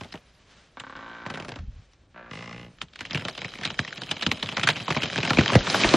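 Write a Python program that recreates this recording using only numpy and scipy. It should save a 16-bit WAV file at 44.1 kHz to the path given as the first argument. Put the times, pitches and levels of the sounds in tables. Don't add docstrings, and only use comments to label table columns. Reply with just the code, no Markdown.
import sys
import numpy as np
from scipy import signal
from scipy.fft import rfft, irfft
from scipy.io import wavfile
from scipy.ndimage import uniform_filter1d, minimum_filter1d

SR = 44100
rng = np.random.default_rng(int(sys.argv[2]) if len(sys.argv) > 2 else 0)


def store_pcm(level_fs):
    pcm = np.round(np.clip(level_fs, -1, 1) * 32767).astype(np.int16)
    wavfile.write(sys.argv[1], SR, np.atleast_2d(pcm).T)


def how_loud(loudness_db):
    steps = np.asarray(loudness_db, float) / 20
    return 10 ** steps


N = 262836

SIZE, LEAD_S = 4096, .01
HZ = np.maximum(np.fft.rfftfreq(SIZE, 1 / SR), 1)
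AGE_S = np.arange(SIZE) / SR
SMALL_THUD_DB = 5.5


def curve(rows):
    rows = np.array(rows)
    return np.interp(np.arange(N) / SR, rows[:, 0], rows[:, 1])


def shape(hz, points):
    point_hz, point_db = np.transpose(points)
    return how_loud(np.interp(np.log(hz), np.log(point_hz), point_db))


def colour(x, points):
    return irfft(rfft(x) * shape(np.maximum(np.fft.rfftfreq(N, 1 / SR), 1), points), N)


def unit(x):
    return x / np.sqrt(np.mean(x ** 2))


def walk(rate_hz):
    k = int(SR / rate_hz)
    return uniform_filter1d(np.repeat(rng.standard_normal(N // k + 1), k), k)[:N]


def hump(hz, octaves):
    return np.exp(-.5 * (np.log2(HZ / hz) / octaves) ** 2)


def bending(cycles):
    return np.exp(-2j * np.pi * (cycles * np.log(HZ) + HZ * (LEAD_S - cycles / 3000)))


def peak(spectrum):
    wave = irfft(spectrum, SIZE)
    return wave / np.abs(wave).max()


def add(out, wave, s):
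    i = int((s - LEAD_S) * SR)
    out[max(i, 0):i + SIZE] += wave[max(-i, 0):N - i]


def aftermath(rows, column, db, decay_s):
    rows, power = np.array(rows), np.zeros(N)
    np.add.at(power, (rows[:, 0] * SR).astype(int), how_loud(2 * (rows[:, column] + db)))
    return signal.lfilter([1], [1, -np.exp(-2 / (decay_s * SR))], power)


def plain():
    # frequency in Hz, level in dB per Hz.
    air_spectrum = [(15, -17), (25, -14), (49, 0), (358, -19.5), (500, -19.5), (6290, -56), (12000, -37),
                    (15600, -78)]
    air = colour(rng.standard_normal(N), air_spectrum)
    return how_loud(-69.5 + 7.5) * unit(air * how_loud(2.7 * walk(14)))


def wind():
    # start in seconds, level in dB, hold in seconds.
    gusts = [
        (1.604, -35, 0.035),
        (1.681, -39, 0.015),
        (1.731, -45.5, 0.067),
        (1.812, -49, 0.012),
        (4.264, -48, 0.026),
        (5.37, -37, 0.036),
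        (5.596, -35, 0.014),
        (5.866, -26, 0.01),
    ]
    calm_db, rise_db_s, fall_db_s = -68.5, 697, 558
    t = np.arange(N) / SR
    levels_db = []
    for s, top_db, hold_s in gusts:
        rise_db = rise_db_s * np.maximum(s - t, 0)
        fall_db = fall_db_s * np.maximum(t - s - hold_s, 0)
        levels_db.append(top_db - rise_db - fall_db)
    level_db = np.maximum(np.max(levels_db, axis=0), calm_db)
    spectrum = [(15, -67), (35, 1.5), (60, 3.5), (110, -5.0), (250, -21.5), (600, -104)]
    puffs = colour(rng.standard_normal(N), spectrum)
    return unit(puffs * how_loud(1.0 * walk(8.0))) * how_loud(level_db)


def litter(rows):
    # frequency in Hz, level in dB per Hz.
    twig_spectrum = [(250, -48), (600, 6.5), (1600, 2.5), (3200, 10.5), (6500, -1.5), (9000, -37),
                     (13000, -25)]
    # frequency in Hz, level in dB per Hz.
    leaf_spectrum = [(250, -40), (600, 1), (1600, 3.5), (3200, 1.5), (4300, -1), (6500, -6), (9000, -16.5),
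                     (13000, -16.5)]
    # time in seconds, share of smooth leaf hiss 0-1.
    leaf_share = [(0, .9), (2.9, .9), (3.0, .2), (5.55, .3), (5.75, .75)]
    # time in seconds, level in dB.
    shaking = [(0, -51), (.2, -59.5), (.42, -61.5), (.55, -54.5), (.7, -61.5), (1.0, -55.5), (1.6, -60.5),
               (2.28, -68), (2.34, -48.5), (2.7, -61.5), (2.9, -60.5), (3.15, -46), (4.4, -42.5),
               (4.85, -39.5), (5.45, -30), (5.65, -31.5), (5.75, -24), (5.96, -22.5)]
    clump = how_loud(1.5 * rng.exponential(size=N) + 2.2 * walk(60))
    clicks = (rng.random(N) < 1100 / SR) * clump * rng.standard_normal(N)
    smear = rng.standard_normal(1024) * np.exp(-AGE_S[:1024] / .001)
    twigs = unit(colour(signal.fftconvolve(clicks, smear)[:N], twig_spectrum))
    twigs = unit(colour(twigs, [(500, -2), (2200, -9), (7000, -5)]))
    leaves = unit(colour(rng.standard_normal(N), leaf_spectrum)) * how_loud(2.0 * walk(30))
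    limb_spectrum = [(50, -12), (110, 17.5), (260, 14.5), (600, 12.0), (1200, -53.0)]
    limbs = unit(colour(rng.standard_normal(N), limb_spectrum)) * how_loud(0.41 * walk(30))
    shake = how_loud(curve(shaking))
    crackle = np.sqrt(shake ** 2 + aftermath(rows, column=1, db=-14.5, decay_s=.0092))
    rumble = np.sqrt((shake * how_loud(-7)) ** 2 + aftermath(rows, column=4, db=-17.5, decay_s=.039))
    share = curve(leaf_share)
    return crackle * (np.sqrt(share) * leaves + np.sqrt(1 - share) * twigs) + rumble * limbs


def creak(slips, load, modes, grit_db, soft_hz, bass_db, scrape_db, upper_cycles, early_s):
    # delay in ms, level in dB.
    forks = [
        (4.5, -5),
        (9.6, -6.5),
        (13.1, -11),
    ]
    out = np.zeros(N)
    drift = 1 + .01 * walk(8)
    paths = 1 + how_loud(-27) * rfft(rng.standard_normal(SIZE) * np.exp(-AGE_S / .012))
    paths = paths + sum(how_loud(db) * np.exp(-2j * np.pi * HZ * ms / 1000) for ms, db in forks)
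    travel = HZ ** 2 / (HZ ** 2 + 90 ** 2) / (1 + (HZ / soft_hz) ** 4)
    bass = 1 / (1 + (HZ / 700) ** 4)
    rub = np.exp(-.5 * (1000 * AGE_S / 1.3 - 2) ** 2)
    rub = how_loud(scrape_db) * rub / np.linalg.norm(rub)
    grain = rng.standard_normal(SIZE)
    when_s, count = np.transpose(slips)
    load_s, treble_db = np.transpose(load)
    bass_db = bass_db + .35 * (treble_db + 30)
    upper_path = bending(upper_cycles) * np.exp(2j * np.pi * HZ * early_s)
    for t in np.interp(np.arange(count[-1] + 1), count, when_s):
        noise = rng.standard_normal((2, SIZE))
        ring = 0
        for (hz, width_hz, db), luck in zip(modes, noise[1, -20:]):
            gain = how_loud(db + 1.8 * luck * (hz > 400))
            ring = ring + gain / (1 + 2j * (HZ - hz * drift[int(t * SR)]) / width_hz)
        ring = travel * ring
        fresh = how_loud(grit_db - 16) * noise[0] * np.exp(-AGE_S / .009)
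        grit = paths + rfft(rub * (grain + .45 * noise[1]) + fresh)
        groan = 1 + how_loud(grit_db - 26) * rfft(noise[0, ::-1] * np.exp(-AGE_S / .012))
        high = peak(ring * (1 - bass) * grit * upper_path)
        low = peak(ring * bass * groan * bending(1.2))
        high = how_loud(np.interp(t, load_s, treble_db) + .7 * noise[1, -1]) * high
        add(out, high + how_loud(np.interp(t, load_s, bass_db)) * low, t - .0002)
    return out


def trunk_creaks():
    # time in seconds, slips so far.
    slip_runs = [
        [(.7717, 0), (.8069, 1), (.8379, 2), (.8975, 4), (.9538, 6), (.9911, 8), (1.0454, 11), (1.2541, 23),
         (1.2855, 25), (1.3585, 29), (1.4585, 35)],
        [(2.1448, 0), (2.2106, 4), (2.2956, 9)],
        [(2.313, 0), (2.3345, 1), (2.355, 2), (2.3735, 3), (2.408, 5), (2.529, 12), (2.7325, 24)],
    ]
    # time in seconds, strength of the slips in dB.
    load_runs = [
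        [(.77, -27), (.95, -27.5), (1.0, -29.5), (1.26, -30), (1.4, -30.5), (1.46, -44)],
        [(2.146, -42), (2.16, -33.5), (2.22, -34), (2.3, -37.5)],
        [(2.31, -24.5), (2.4, -28.5), (2.53, -29), (2.63, -33.5), (2.67, -41), (2.74, -78)],
    ]
    # frequency in Hz, width in Hz, level in dB.
    mode_runs = [
        [(272, 25, 21.5), (349, 38, 13), (533, 60, 11), (840, 990, 3), (1086, 260, -0.5), (1500, 440, -6),
         (1500, 56, 8), (1870, 160, -3.5), (2230, 130, -2.5), (3030, 560, -2.5), (3700, 610, -3)],
        [(216, 54, 26), (347, 50, 21), (535, 160, 16.5), (780, 65, -7), (930, 66, 9), (1150, 78, 7),
         (1380, 90, 10.5), (1560, 100, 10), (1700, 70, -5), (2000, 90, -4), (2400, 120, -3), (3500, 1300, -8.5)],
        [(122, 20, -2), (161, 120, 21.5), (520, 250, 11.5), (827, 48, 10), (1020, 82, 10), (1190, 130, 0.5),
         (1440, 62, 3), (1720, 550, -2), (2160, 310, 5.5), (2620, 330, 8), (3500, 360, -1), (4500, 890, -14),
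         (5360, 1700, 0.5)],
    ]
    # share of each slip that is new, in dB.
    grit_db = [-10, -10, -5]
    soft_hz = [2700, 2900, 4250]
    bass_db = [-43.5, -44.5, -37]
    scrape_db = [-14, -5, 8]
    upper_cycles = [1, 1.4, 3.6]
    early_s = [0, 0, .0016]
    runs = zip(slip_runs, load_runs, mode_runs, grit_db, soft_hz, bass_db, scrape_db,
               upper_cycles, early_s)
    return sum(creak(*run) for run in runs)


def breaks(rows, tear_ms, thud_db=0., knock_db=0.):
    full = []
    for row in rows:
        if len(row) < 4:
            row = (*row, row[1] + knock_db)
        if len(row) < 5:
            row = (*row, row[3] + thud_db)
        full.append((*row, tear_ms))
    return full


def cracks(rows, cycles=1.6, tail_db=-20, tail_ms=22, ragged_db=4.5, thud_hz=160, thud_octaves=.66,
           returns_db=0., click_db=19, wide_db=2.5, knock_hz=598, knock_octaves=.92, top_hz=15000):
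    out = np.zeros(N)
    late = bending(cycles)
    for s, snap_db, hz, knock_db, thud_db, tear_ms in rows:
        noise = rng.standard_normal((4, SIZE))
        tear_ms = max(tear_ms, .3)
        splinters = how_loud(ragged_db * np.repeat(noise[3, :SIZE // 64], 64))
        tail = how_loud(tail_db) * np.exp(-1000 * AGE_S / tail_ms) / np.sqrt(splinters)
        lead = how_loud(-9) * np.exp(-1000 * AGE_S[::-1] / 2.3)
        tear = splinters * (np.exp(-1000 * AGE_S / tear_ms) + tail + lead)
        parting = how_loud(click_db) / np.sqrt(tear_ms)
        band = how_loud(3.5) * hump(hz, .18) + how_loud(wide_db) * hump(2034, .87) + how_loud(-83)
        snap = (parting + rfft(noise[0] * tear)) * band / (1 + (HZ / top_hz) ** 8)
        knock_returns = how_loud(returns_db - 14.5) * rfft(noise[1] * np.exp(-AGE_S / .013))
        thud_returns = how_loud(returns_db - 23.5) * rfft(noise[2] * np.exp(-AGE_S / .015))
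        knock = (1 + knock_returns) * hump(knock_hz, knock_octaves)
        thud = (1 + thud_returns) * hump(thud_hz, thud_octaves)
        wave = how_loud(snap_db + 3) * peak(snap * late)
        wave = wave + how_loud(knock_db) * peak(knock * late) + how_loud(thud_db) * peak(thud * late)
        add(out, wave, s + .0006)
    return out


def chips():
    # time in seconds, peak in dB, pitch in Hz.
    chip_rows = [(1.2984, -29, 1580), (1.3455, -27, 2500), (1.356, -31, 1600), (1.506, -45, 1500),
                 (1.5391, -37, 1580), (2.829, -35, 2960), (3.085, -47, 3000), (3.1206, -28, 2460),
                 (3.275, -33, 3080), (3.3428, -46, 3850), (3.455, -38, 2500), (3.595, -46, 2200),
                 (3.6289, -31, 3080), (3.8017, -35, 2460), (3.9731, -30, 3080), (4.084, -35, 2800),
                 (4.0986, -35, 2460), (4.227, -17, 3640), (4.3943, -36, 3080), (4.4692, -31, 3080),
                 (4.5172, -27, 3080), (4.5449, -31, 3850), (4.613, -21, 2500), (4.664, -41, 2500),
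                 (4.753, -29, 2500), (4.759, -22, 2600), (4.7705, -24, 2400), (4.8737, -35, 3080),
                 (5.004, -25, 1970), (5.2391, -26, 1580), (5.4962, -18, 1060), (5.5014, -13, 1050),
                 (5.8031, -19, 4810), (5.8349, -8, 2430)]
    rows = breaks(chip_rows, 2.2, SMALL_THUD_DB, knock_db=-18.5)
    return cracks(rows, tail_db=-13, ragged_db=5.0, wide_db=-4)


def flying_splinters():
    # time in seconds, peak in dB, pitch in Hz.
    splinter_rows = [(.018, -62, 1500), (.085, -51, 4500), (.105, -46, 3000), (.296, -56, 4950),
                     (.35, -53, 5030), (1.934, -48.5, 5500), (2.8838, -46.5, 3500), (3.069, -35, 3000),
                     (3.0988, -36, 1500), (3.155, -18.5, 2700), (3.195, -26, 1590), (3.21, -28, 2200),
                     (3.296, -26.5, 4800), (3.325, -52, 2200), (3.3907, -29, 2460), (3.4994, -39, 4020),
                     (3.554, -29.5, 2200), (3.6653, -23.5, 2460), (3.675, -23.5, 2630), (3.756, -52, 1800),
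                     (3.8306, -35, 2110), (3.8775, -25.5, 2910), (4.040, -42, 2820), (4.091, -26.5, 2620),
                     (4.238, -29, 2500), (4.292, -29, 3080), (4.345, -34, 2830), (4.3979, -30, 3880),
                     (4.4596, -22, 3500), (4.5585, -43, 2470), (4.639, -13, 3100), (4.709, -18, 2550),
                     (4.728, -25, 4000), (4.8055, -22.5, 2940), (4.8673, -32, 1410), (4.912, -18, 2620),
                     (4.972, -14.5, 2480), (5.064, -28, 3000), (5.138, -25, 2500), (5.186, -17, 2750),
                     (5.259, -28, 1500), (5.346, -22.5, 3600), (5.542, -14, 2970), (5.6076, -19, 1500),
                     (5.618, -26, 3000), (5.674, -19, 1260), (5.7264, -20.5, 1560), (5.7942, -27, 4080),
                     (5.8226, -23, 2810), (.7995, -36.5, 7500)]
    return cracks(breaks(splinter_rows, 2.3, SMALL_THUD_DB, knock_db=-18.5), tail_db=-13)


def trunk_jolts():
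    # time in seconds, peak in dB, pitch in Hz.
    jolt_rows = [(1.263, -24, 1030), (1.3022, -25, 1410), (1.3397, -29, 1560), (1.3735, -27.5, 1720),
                 (1.3993, -27.5, 2610), (1.4238, -31, 2280), (1.4478, -30, 1200), (1.483, -28.5, 1020),
                 (1.4911, -27.5, 1700), (1.5191, -28, 1610), (1.5587, -30, 1560), (1.5885, -38, 1600)]
    rows = breaks(jolt_rows, 3.1, thud_db=-3.5, knock_db=-2.5)
    return rows, cracks(rows, cycles=1.3, tail_db=-22, tail_ms=52, ragged_db=1.5)


def fibre_breaks():
    # time in seconds, peak in dB, pitch in Hz.
    ticks = [(.0352, -32, 1700), (.1751, -40, 2800), (2.7854, -40.5, 1780), (2.9345, -38, 3870),
             (2.9583, -30, 3450), (2.9913, -27, 2860), (3.113, -30, 2160), (3.4816, -28.5, 2700),
             (3.5193, -32.5, 3430), (3.5371, -25.5, 1990), (3.7427, -30.5, 2230), (3.927, -22, 1570),
             (3.9598, -33, 2460), (4.0347, -25.5, 3270), (4.0688, -32, 3030), (4.1953, -30, 2900),
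             (4.3735, -29.5, 2900), (4.596, -16, 1330), (4.9472, -20, 2130), (5.1, -19.5, 2060),
             (5.4794, -12, 3060), (5.8903, -12.5, 4000), (3.3507, -30, 3000), (3.5746, -38, 2500),
             (3.9064, -29.5, 2560), (5.203, -19, 2900), (5.297, -16, 2510)]
    # time in seconds, peak in dB, pitch in Hz, limb knock in dB.
    snaps = [(.0101, -28.5, 965, -31.5), (.0457, -35, 3020, -37), (.1239, -31, 4500, -44),
             (.9647, -37.5, 1240, -43), (3.132, -23, 4900, -32.5), (3.1741, -19, 2720, -30),
             (3.2203, -27, 1480, -34), (3.251, -20, 2850, -27), (3.4174, -21.5, 2350, -32.5),
             (3.5876, -29, 2000, -34.5), (3.652, -12, 3500, -30), (3.9781, -26, 2720, -36),
             (4.0177, -22, 4130, -31.5), (4.1671, -25.5, 2440, -38), (4.2239, -17, 2680, -28),
             (4.9234, -17, 1890, -34), (5.1265, -24, 1290, -30.5), (5.1592, -14.5, 1700, -27),
             (5.2307, -14.5, 2900, -23), (5.2761, -17.5, 2000, -22.5), (5.3052, -10.5, 1290, -15.5),
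             (5.333, -14.5, 3050, -22), (5.3713, -12, 2440, -17), (5.435, -17, 2900, -28),
             (5.4891, -19, 1120, -26), (5.533, -11.5, 1620, -17)]
    # time in seconds, peak in dB, pitch in Hz, limb knock in dB.
    tears = [(.1401, -30.5, 1900, -30.5), (.1545, -32.5, 2950, -51), (.7991, -27.5, 3200, -40.5),
             (3.0077, -21.5, 1700, -34.5), (3.0517, -21.5, 2830, -41.5), (3.3776, -24, 3560, -33),
             (3.612, -29, 1730, -31.5), (3.6338, -22.5, 1860, -43), (3.7027, -20, 2580, -31.5),
             (3.849, -25, 1720, -40), (4.1122, -10.5, 3230, -25.5), (4.211, -23, 3260, -39),
             (4.23, -18, 3460, -36), (4.4885, -16.5, 2660, -35.5), (4.5235, -24.5, 3250, -32),
             (4.579, -18.5, 2320, -23.5), (4.6331, -12, 3140, -26), (4.673, -7.5, 1330, -26.5),
             (4.7013, -12.5, 3400, -37), (4.7655, -20.5, 2610, -31), (4.8005, -24.5, 2760, -33),
             (4.904, -13, 1020, -18), (4.9646, -19.5, 1150, -16.5), (5.0329, -13, 2840, -22),
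             (5.1786, -13.5, 2080, -18), (5.4096, -13, 1380, -18), (5.5202, -19, 1150, -17)]
    # time in seconds, peak in dB, pitch in Hz,
    # knock in dB, thud in dB.
    blows = [(3.109, -20.5, 3200, -48, -32.5), (3.147, -13, 2700, -29.5, -20.5),
             (3.2836, -18.5, 3370, -27, -56), (3.4468, -18, 2400, -31, -30.5),
             (4.428, -12, 3440, -26, -28.5), (4.569, -14, 2320, -24.5, -35),
             (4.6882, -4.5, 1560, -15, -25.5), (4.8806, -16, 1050, -22, -23.5),
             (5.0204, -17, 2850, -54, -29.5), (5.0571, -20, 2900, -67, -30),
             (5.2502, -15.5, 1300, -21.5, -51), (5.6692, -16, 1120, -23.5, -49),
             (5.744, -11.5, 1480, -10.5, -30), (5.8441, -9, 2000, -10.5, -20.5)]
    rows = breaks(ticks, 2.4, SMALL_THUD_DB, knock_db=-31) + breaks(snaps, 2.67, thud_db=-2)
    rows = rows + breaks(tears, 3.94, thud_db=-4) + breaks(blows, 2.5)
    return rows, cracks(rows)


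def whip_breaks():
    # time in seconds, peak in dB, pitch in Hz, knock in dB, thud in dB.
    whip_rows = [
        (2.8158, -16.5, 3230, -38, -40.5),
        (3.7917, -8, 1710, -27.5, -23),
        (4.2648, -6.5, 3200, -23.5, -17),
        (4.3155, -6, 2370, -23.5, -27.5),
        (5.4601, -11.5, 1780, -19, -47),
        (5.7006, -8, 4780, -28, -54),
    ]
    rows = breaks(whip_rows, 1.3)
    return rows, cracks(rows, tail_db=-37, click_db=21, wide_db=-2, top_hz=8300)


def light_limb():
    # time in seconds, peak in dB, pitch in Hz, knock in dB, thud in dB.
    light_rows = [
        (5.9386, -8.5, 1090, -6.5, -4),
    ]
    return cracks(breaks(light_rows, 2.5), thud_hz=269)


def main_limbs():
    # time in seconds, peak in dB, pitch in Hz, knock in dB, thud in dB.
    pair_rows = [
        (5.3851, -6, 2700, -14.5, -4),
        (5.3915, -10.5, 1900, -29, -24),
    ]
    # time in seconds, peak in dB, pitch in Hz, knock in dB, thud in dB.
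    heavy_rows = [
        (5.553, -7, 1790, -3, -4.5),
    ]
    pair, heavy = breaks(pair_rows, 5.2), breaks(heavy_rows, 5.2)
    sound = cracks(pair, thud_hz=166, thud_octaves=.89, returns_db=-5.5, cycles=1.5,
                   knock_hz=536, knock_octaves=.31)
    sound = sound + cracks(heavy, thud_hz=131, thud_octaves=.71, returns_db=-12.5, cycles=1.9,
                           knock_hz=490, knock_octaves=.55)
    return pair + heavy, sound


def scattered(x):
    cells = signal.stft(x, nperseg=768)[2]
    cells = cells * np.exp(2j * np.pi * rng.random(cells.shape))
    return unit(signal.istft(cells, nperseg=768)[1][:N]) * np.std(x)


def scene():
    # frequency in Hz, level in dB.
    phone_response = [(30, -35), (80, -1), (4000, -4), (9000, -4), (12000, -6), (14000, -32)]
    # frequency in Hz, side over mid in dB.
    side_level = [(30, -22), (90, -36), (250, -27), (650, -11), (1300, -21.5), (2600, -16), (5000, -11.5),
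                  (12000, -1)]
    jolt_rows, jolts = trunk_jolts()
    fibre_rows, fibres = fibre_breaks()
    whip_rows, whips = whip_breaks()
    limb_rows, limbs = main_limbs()
    tree = trunk_creaks() + chips() + flying_splinters() + jolts + fibres + whips + light_limb() + limbs
    crown = litter(fibre_rows + jolt_rows + limb_rows + whip_rows)
    mid = plain() + wind() + colour(crown + tree, phone_response)
    side = colour(scattered(mid), side_level)
    return np.array([mid + side, mid - side])


def patchy_treble(x):
    # start in seconds, length in seconds, highest pitch in kHz.
    open_spells = [(0, .095, 11.8), (.125, .09, 12.6), (.215, .09, 10.8), (.33, .055, 12),
                   (.455, .07, 10.7), (.655, .08, 10.7), (.79, .03, 9.8), (1.29, .23, 10.8),
                   (1.925, .02, 11), (2.32, .13, 9.8), (2.45, .115, 8.7), (2.565, .07, 10.7),
                   (2.635, .045, 12), (2.68, .08, 10.5), (2.76, .022, 12), (2.785, .025, 8),
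                   (2.81, .03, 9.8), (2.84, .1, 8.6), (2.945, .03, 9.8), (2.99, .045, 12.8),
                   (3.045, .03, 10.8), (3.145, .1, 11.8), (3.285, .1, 12), (3.475, .11, 11.8),
                   (3.59, .07, 10.6), (3.72, .1, 10.3), (3.94, .03, 12.1), (4.012, .045, 10),
                   (4.06, .06, 12.3), (4.12, .02, 9.5), (4.175, .06, 11.9), (4.235, .025, 8.8),
                   (4.27, .04, 10.2), (4.315, .022, 13.2), (4.337, .085, 11.3), (4.422, .015, 13),
                   (4.437, .058, 11.4), (4.51, .03, 11.3), (4.575, .035, 12.4), (4.61, .045, 10.5),
                   (4.675, .03, 13.1), (4.705, .15, 11.8), (4.905, .06, 11.1), (5.015, .035, 13.1),
                   (5.105, .055, 10), (5.245, .02, 9.2), (5.295, .06, 12.6), (5.355, .02, 10.5),
                   (5.505, .065, 10.8), (5.585, .05, 7.2), (5.64, .06, 9.3), (5.7, .025, 10.4),
                   (5.725, .055, 11.5), (5.78, .025, 10), (5.84, .2, 9.8)]
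    # low in Hz, high in Hz, share of lulls 0-1.
    starved_bands = [(3500, 4100, .1), (4100, 4800, .3), (4800, 5500, .4), (5500, 6400, .5)]
    # low in Hz, high in Hz, share of time 0-1.
    mono_bands = [(0, 200, .5), (200, 450, .45), (450, 1050, .12), (1050, 1500, .4), (1500, 2100, .6),
                  (2100, 3200, .25), (3200, 3800, .7), (3800, 4700, .5), (8000, 16000, .5)]
    shut_khz, quiet_khz, quiet_db = 7.8, 9.3, -52
    fill_db, patchy_db, lull_db, hold_frames = -1, 3.5, -9, 7
    hz, s, cells = signal.stft(x, SR, nperseg=1024)
    level = np.sqrt(np.sum(np.abs(cells[0]) ** 2, axis=0))
    top_khz = np.where(level < how_loud(quiet_db), quiet_khz, shut_khz)
    for start_s, length_s, khz in open_spells:
        top_khz[(s >= start_s) & (s < start_s + length_s)] = khz
    top_hz = 1000 * top_khz + 300 * rng.standard_normal(len(s))
    cells = cells * np.where(hz[:, None] > top_hz, .01, 1)
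    patches = np.repeat(rng.standard_normal((len(hz) // 32 + 1, len(s))), 32, axis=0)[:len(hz)]
    cells = cells * np.where(hz[:, None] > 1000 * shut_khz, how_loud(fill_db + patchy_db * patches), 1)
    treble = np.sqrt(np.sum(np.abs(cells[0, hz > 2000]) ** 2, axis=0))
    nearby_peak = -minimum_filter1d(-treble, size=7)
    lull = (treble < how_loud(lull_db) * nearby_peak) & (s > 3.1) & (s < 5.2)
    for low_hz, high_hz, share in starved_bands:
        lost = rng.random(len(s)) < share * lull
        cells[:, (hz >= low_hz) & (hz < high_hz)] *= np.where(lost, .05, 1)
    mid, side = (cells[0] + cells[1]) / 2, (cells[0] - cells[1]) / 2
    for low_hz, high_hz, share in mono_bands:
        choice = np.repeat(rng.random(len(s)), hold_frames)
        choice = np.roll(choice, -rng.integers(hold_frames))[:len(s)]
        side[(hz >= low_hz) & (hz < high_hz)] *= np.where(choice < share, .01, 1)
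    cells = np.array([mid + side, mid - side])
    return signal.istft(cells, SR, nperseg=1024)[1][:, :N]


def band_limit(x):
    return signal.sosfilt(signal.butter(12, 13230, fs=SR, output="sos"), x)


def record(dry):
    rounded = np.tanh(0.73 * dry) / 0.66
    mix = patchy_treble(rounded)
    return band_limit(mix)


dry = scene()
out = record(dry)
store_pcm(out)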